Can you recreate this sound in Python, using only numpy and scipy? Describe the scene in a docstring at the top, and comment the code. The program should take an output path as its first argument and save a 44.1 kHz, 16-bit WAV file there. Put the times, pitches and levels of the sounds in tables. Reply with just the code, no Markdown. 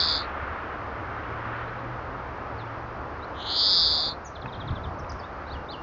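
"""A greenfinch is heard mid-wheeze: a buzz made of whistles swept downwards about 145-258 times a second.
A few faint slurs follow while a far engine pulls twice; a second wheeze then swells and settles.
Soft twitter ends the song, falling chips, slurs and three-part calls, each a short pure gliding note.
Over this last part wind shakes the microphone and a twig ticks twice, ringing its modes.
Near surfaces and trees echo the bird; traffic, as shaped noise, and a fading low drone lie beneath it all."""
import sys
import numpy as np
from scipy import signal
from scipy.fft import rfft, irfft
from scipy.io import wavfile
from scipy.ndimage import map_coordinates

SR = 44100
rng = np.random.default_rng(int(sys.argv[2]) if len(sys.argv) > 2 else 0)


def output_pcm(signal):
    """Save a mono or channel-first signal as 16-bit PCM at the path in sys.argv[1].

    Samples are clipped to [-1, 1] before scaling.
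    """
    pcm = np.clip(np.atleast_2d(signal).T, -1, 1) * 32767
    wavfile.write(sys.argv[1], SR, np.round(pcm).astype(np.int16))


N = 256662
TIME = np.arange(N) / SR

# the two wheezes, one curve each: (t/s, level/dB before the final trim, sweep rate/Hz)
WHEEZES = [
    [(0.0, -23, 183.7), (0.028, -24.5, 172.8), (0.078, -26.5, 156), (0.092, -24.5, 154.8),
     (0.178, -28.5, 150.8), (0.244, -45, 144), (0.27, -64, 145.6)],
    [(3.34, -54.5, 257.7), (3.416, -36, 253), (3.44, -39, 243.8), (3.482, -30, 239.8), (3.616, -23, 211),
     (3.788, -21, 169.1), (3.882, -23, 153.6), (4.072, -28.5, 150.8), (4.124, -37, 150), (4.15, -60, 149.8)],
]
# how much each wheeze limps: (share 0-1)
WHEEZE_LIMPS = [0.99, 0.27]
SLIDE = 0.73  # share of a sweep spent sliding
LIMP_DB, LIMP_HZ = 3, 220  # in a full limp every second sweep is weaker and starts lower


def wheeze(curve, limp, overlap=1.52, jitter=.027, scatter_db=0.9, pitch_scatter=.022, rasp=0.013,
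           throat_hz=4650, throat_width_hz=440, throat_db=8.0, rise=0.34, release=0.37,
           octave_db=-24, air_db=-35, air_hz=5800, air_width_hz=1800):
    """The syrinx flutters: each sweep slides down and rests on its lowest pitch while the next one begins."""
    t = TIME[(TIME >= curve[0][0]) & (TIME <= curve[-1][0])]
    _, flutter_hz = follow(curve, t)
    cycles = np.cumsum(flutter_hz * (1 + jitter * walk(150, t))) / SR
    starts = t[np.flatnonzero(np.diff(np.floor(cycles), prepend=-1))]  # a sweep begins at each whole cycle
    chance = rng.standard_normal((256, 3))  # per sweep: pitch, level, phase
    grit = 1 + rasp * walk(1500, t - t[0])
    air = undb(air_db) * noise(lambda hz: np.exp(-((hz - air_hz) / air_width_hz) ** 2))
    out = np.zeros(N)
    for k, (s, level_db, rate) in enumerate(zip(starts, *follow(curve, starts))):
        u = np.linspace(0, 1, int(overlap * SR / rate))  # progress through the sweep
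        at = int(s * SR) + np.arange(len(u))
        top_hz, bottom_hz = sweep_range(level_db, rate)
        top_hz = top_hz * (1 + pitch_scatter * chance[k, 0]) - limp * LIMP_HZ * (k % 2 - .5)
        height = np.cos(np.pi / 2 * np.minimum(u / SLIDE, 1) ** np.sqrt(2)) ** 2
        hz = (bottom_hz + (top_hz - bottom_hz) * height) * grit[at % len(t)]
        ramp = np.clip(np.minimum(u / rise, (1 - u) / release), 0, 1)
        opening = np.sin(np.pi / 2 * ramp) ** 2
        # the throat favours the middle of the sweep; strong and weak sweeps alternate
        throat = throat_db * np.exp(-((hz - throat_hz) / throat_width_hz) ** 2)
        db = throat + scatter_db * chance[k, 1] - limp * LIMP_DB * (k % 2)
        turn = 2 * np.pi * (np.cumsum(hz) / SR + chance[k, 2])
        tone = np.sin(turn) + undb(octave_db) * np.sin(2 * turn)
        out[at] += opening * undb(db) * (tone + air[at])
    # even out to rms 1 over the wheeze's own length, then ride the level curve
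    return unit(out) * np.sqrt(len(t) / N) * undb(follow(curve)[0])


# pitch drops with the square of the distance from the settled rate, by HURRY_DROP_HZ at the fast rate
SETTLED_RATE_HZ, FAST_RATE_HZ, HURRY_DROP_HZ = 170, 246, 400
# effort is 1 at FULL_DB and lifts the top of the sweep by REACH_HZ there
FULL_DB, EFFORT_POWER, SOFT_TOP_HZ, REACH_HZ = -19.5, 0.59, 4270, 1030
# sweeps end on REST_HZ; a settled flutter that sinks below FADING_DB stops short, by about SHORTFALL_HZ
REST_HZ, FADING_DB, SHORTFALL_HZ = 3506, -45, 540


def sweep_range(db, rate):
    """Top and bottom Hz of a sweep: wider with effort, lower when the flutter hurries."""
    hurry = (rate - SETTLED_RATE_HZ) / (FAST_RATE_HZ - SETTLED_RATE_HZ)
    effort = undb(db - FULL_DB) ** EFFORT_POWER
    top_hz = SOFT_TOP_HZ + REACH_HZ * effort
    bottom_hz = REST_HZ + SHORTFALL_HZ * max(1 - hurry, 0) / (1 + undb(db - FADING_DB) ** 2)
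    return np.array([top_hz, bottom_hz]) - HURRY_DROP_HZ * hurry ** 2


# a run of like falling chips: (t/s, length/s, peak level/dB before the trees)
CHIPS = [(4.352, 0.02, -42.5), (4.415, .018, -44.5), (4.475, 0.028, -48), (4.523, .029, -43),
         (4.548, 0.018, -44.5), (4.599, 0.029, -40.5), (4.674, .024, -40.5), (4.704, 0.014, -48),
         (4.751, 0.029, -43), (4.834, 0.029, -44)]
# calls that rise, fall and trail off: (t/s, level/dB before the trees and the part's own level)
TRIPLE_CALLS = [(5.497, -45), (5.685, -39.5)]
# the three parts of that call: (delay t/s, length/s, start f/Hz, end f/Hz, level/dB against the call)
CALL_PARTS = [(0, .043, 3500, 5030, 0.5), (0.032, .042, 3850, 2700, -1.5), (.066, .075, 2770, 2780, -13)]
# single slurs: (t/s, length/s, start f/Hz, end f/Hz, peak level/dB before the trees)
SLURS = [(1.672, .03, 3750, 4400, -57), (1.78, .019, 3780, 4200, -55.5), (2.577, 0.059, 4680, 3210, -49.5),
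         (3.219, .031, 3700, 4330, -47), (4.246, .042, 6900, 5700, -45), (4.988, .024, 6300, 5200, -51.5),
         (5.093, .016, 6050, 4650, -41), (5.117, 0.0054, 4280, 6800, -40.5), (5.191, .02, 5700, 4500, -46),
         (5.231, .027, 3460, 3740, -49), (5.465, 0.035, 3600, 4800, -51.5)]
CHIP_FROM_HZ, CHIP_TO_HZ = 4170, 3040  # the start is for a chip of CHIP_LENGTH_S
CHIP_LENGTH_S, CHIP_RISE_POWER = .028, 0.197  # a chip shorter than this starts higher


def twitter():
    """Short syrinx whistles: the run of chips, the three-part calls and the single slurs."""
    out = np.zeros(N)
    for s, length, db in CHIPS:
        from_hz = CHIP_FROM_HZ * (CHIP_LENGTH_S / length) ** CHIP_RISE_POWER
        out += whistle(s, length, from_hz, CHIP_TO_HZ, db)
    for s, db in TRIPLE_CALLS:
        for delay, length, from_hz, to_hz, part_db in CALL_PARTS:
            out += whistle(s + delay, length, from_hz, to_hz, db + part_db)
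    for slur in SLURS:
        out += whistle(*slur)
    return out


SAG = .1  # mid-glide the pitch hangs below the straight line by this share of its span


def whistle(s, length, from_hz, to_hz, db, waver=0.018, fullness=0.52):
    """One short pure note on a sagging glide."""
    out = np.zeros(N + SR)
    u = np.linspace(0, 1, int(length * SR))
    hz = from_hz + (to_hz - from_hz) * u - SAG * abs(to_hz - from_hz) * np.sin(np.pi * u)
    turn = 2 * np.pi * np.cumsum(hz * (1 + waver * walk(300, u * length))) / SR
    envelope = np.abs(np.sin(np.pi * u)) ** fullness
    out[int(s * SR) + np.arange(len(u))] = undb(db) * envelope * np.sin(turn)
    return out[:N]


# near surfaces: (delay t/s, level/dB against the direct sound)
REFLECTIONS = [(.0017, -23.5), (.0071, -18.5)]


def trees(x, wet_db, t60):
    """A few close reflections and a thin scatter from the branches, dying by 60 dB in t60 seconds."""
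    t = TIME[:SR // 2]
    response = rng.standard_normal(len(t)) * np.exp(-np.log(1000) * t / t60)
    response *= undb(wet_db) / np.linalg.norm(response)
    response[0] = 1  # the direct sound
    for delay, db in REFLECTIONS:
        response[int(delay * SR)] += undb(db)
    return signal.fftconvolve(x, response / np.linalg.norm(response))[:N]


# twig ticks: (t/s, level/dB, a gain on the ring and crack)
TICKS = [(4.4583, -27), (5.045, -32)]
# modes of the twig: (f/Hz, decay t/s, level/dB within the ring)
TWIG = [(900, .004, 3), (1750, .002, -5), (2550, .002, 0)]


def ticks(push=0.00099, crack_db=-3, crack_s=.0035, crack_hz=1900):
    """Tiny knocks ring the modes of a twig, each with a brief dry crack."""
    out = np.zeros(N)
    t = TIME[:SR // 20]
    ring = sum(undb(db) * np.exp(-t / decay) * np.sin(2 * np.pi * hz * t) for hz, decay, db in TWIG)
    crack = undb(crack_db) * noise(lambda hz: hz / crack_hz * np.exp(-(hz / crack_hz) ** 2))
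    onset = 1 - np.exp(-t / push)  # the push takes about a millisecond
    for s, db in TICKS:
        at = int(s * SR) + np.arange(len(t))
        out[at] += undb(db) * onset * (ring + crack[at] * np.exp(-t / crack_s))
    return out


# the strongest wind buffets: (t/s of the middle, length/s, f/Hz, peak level/dB)
BUFFETS = [(3.849, .2, 55.1, -38), (4.46, .06, 139.7, -32), (4.592, 0.042, 94.5, -31),
           (4.681, 0.053, 114.3, -31), (4.723, 0.035, 85.6, -23), (4.875, .029, 73.5, -27.5),
           (5.029, .048, 75, -32.5), (5.137, 0.044, 65.4, -32), (5.561, .08, 75.4, -34)]
# the gust around them: a swell of small random eddies
GUST_S, GUST_LENGTH_S, GUST_DB = 4.77, 0.75, -45


def wind(unsteady=0.25, rumble_db=-13, rumble_hz=115, spread=1.03, eddy_db=4, eddy_rate=18):
    """Each buffet shakes the microphone for a few uneven low cycles inside a gust's softer, fitful rumble."""
    shakes, stir = np.zeros(N), np.zeros(N)
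    for s, length, hz, db in BUFFETS:
        near = np.abs(TIME - s) < 3 * length
        t = TIME[near] - s
        uneven_hz = hz * (1 + unsteady * walk(121.4, t - t[0]))
        turn = 2 * np.pi * (np.cumsum(uneven_hz) / SR + rng.random())
        shakes[near] += undb(db) * np.exp(-(2 * t / length) ** 2) * np.sin(turn)
        stir[near] += undb(db) * np.exp(-(t / (spread * length)) ** 2)  # rumble stirred up by the buffet
    gust = swell(GUST_S, GUST_LENGTH_S) * undb(GUST_DB + eddy_db * walk(eddy_rate))
    rumble = noise(lambda hz: (hz / rumble_hz) ** 2 / (1 + (hz / rumble_hz) ** 2) ** np.e)
    return shakes + (undb(rumble_db) * stir + gust) * rumble


# traffic colour: (f/Hz, relative level/dB per Hz)
TRAFFIC = [(15, -48.5), (25, -12.5), (69, -1), (113, -8), (213, -13), (238, -11), (299, -8.5), (401, -10),
           (549, -8), (601, -8.5), (1290, -7.5), (1900, -17.5), (3260, -32), (3820, -37), (5480, -49.5),
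           (7120, -63.5), (12100, -120)]
# traffic swells, heard as changes about their mean over the first half: (t/s, roar level/dB, tyre level/dB)
TRAFFIC_LEVEL = [(0.05, -38, -36.5), (0.95, -37.5, -41), (1.58, -38, -38), (1.92, -37, -43),
                 (2.75, -38.5, -42.5), (2.79, -38, -45), (3.71, -38, -44), (4.17, -39, -47),
                 (4.26, -42.5, -49.5), (4.54, -39, -47), (5.57, -39, -45.5), (5.65, -38.5, -48.5)]


def traffic(split_hz=1200, roar_db=-36.5, tyres_db=-39.0, air_db=-66, air_hz=4000, flicker_db=.5):
    """Low roar and brighter tyre noise swell separately over a steady faint hiss."""
    points_hz, points_db = np.transpose(TRAFFIC)

    def colour(hz):
        return undb(np.interp(np.log(hz), np.log(points_hz), points_db))

    def above(hz, edge):
        return 1 / (1 + (edge / hz) ** 8)

    roar_swell, tyre_swell = (c - c[:N // 2].mean() for c in follow(TRAFFIC_LEVEL))
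    roar = noise(lambda hz: colour(hz) * np.sqrt(1 - above(hz, split_hz)))
    tyres = noise(lambda hz: colour(hz) * np.sqrt(above(hz, split_hz) * (1 - above(hz, air_hz))))
    air = noise(lambda hz: colour(hz) * np.sqrt(above(hz, air_hz)) * above(hz, air_hz))
    roar = roar * undb(roar_db + roar_swell + flicker_db * walk(8))
    tyres = tyres * undb(tyres_db + tyre_swell + flicker_db * walk(12))
    return roar + tyres + air * undb(air_db)


# far engine, pulling twice: (t/s of the loudest moment, length/s, level/dB rms there, before the throb)
ENGINE_PULLS = [(1.625, 1.3, -41), (2.698, 0.61, -42.5)]
ENGINE_HZ, ENGINE_CLIMB_HZ_PER_S = 115.5, 14  # pitch at the loudest moment, and its climb
DRONE_DB, DRONE_FADE_DB_PER_S = -44, 2.5  # level at the start and its steady fall


def engines(waver=0.016, throb_db=2, drone_hz=75, drone_width_hz=9):
    """One far engine climbs in pitch with each pull, over a lower drone that fades away."""
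    hum = np.zeros(N)
    for s, length, db in ENGINE_PULLS:
        hz = (ENGINE_HZ + ENGINE_CLIMB_HZ_PER_S * (TIME - s)) * (1 + waver * walk(14))
        tone = unit(np.sin(2 * np.pi * np.cumsum(hz) / SR))
        hum += tone * swell(s, length) * undb(db + throb_db * walk(10))
    drone = noise(lambda f: np.exp(-((f - drone_hz) / drone_width_hz) ** 2))
    return hum + drone * undb(DRONE_DB - DRONE_FADE_DB_PER_S * TIME)


def undb(db):
    """Decibels to amplitude."""
    return 10 ** (np.asarray(db) / 20)


def unit(x):
    """Scale to rms 1."""
    return x / np.sqrt(np.mean(x ** 2) + 1e-18)


def follow(table, t=TIME):
    """The columns of a curve table at the times t."""
    s, *columns = np.transpose(table)
    return [np.interp(t, s, c) for c in columns]


def walk(rate, t=TIME):
    """Smooth chance with a spread near 1, through `rate` random points a second."""
    steps = rng.standard_normal(4096)
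    return map_coordinates(steps, [t * rate], order=3, mode="wrap")


def noise(gain):
    """Noise of rms 1 whose spectrum is the function gain(Hz)."""
    hz = np.maximum(np.fft.rfftfreq(N, 1 / SR), 1)
    return unit(irfft(rfft(rng.standard_normal(N)) * gain(hz), N))


def swell(s, length):
    """A bell-shaped rise and fall around the time s."""
    return np.exp(-(2 * (TIME - s) / length) ** 2)


def scene():
    """The bird among the trees, with the distant road behind it; the twitter is further off and wetter."""
    buzz = undb(0.3) * sum(wheeze(curve, limp) for curve, limp in zip(WHEEZES, WHEEZE_LIMPS))
    song = trees(buzz, wet_db=-14, t60=0.13) + trees(twitter(), wet_db=-6.5, t60=0.24)
    return (song + traffic() + engines() + wind() + ticks())[None]


TOP_HZ = 7050


def record(dry):
    """The recorder cuts the top steeply, above TOP_HZ."""
    return signal.sosfilt(signal.ellip(10, .2, 80, TOP_HZ, fs=SR, output="sos"), dry)


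dry = scene()
out = record(dry)
output_pcm(out)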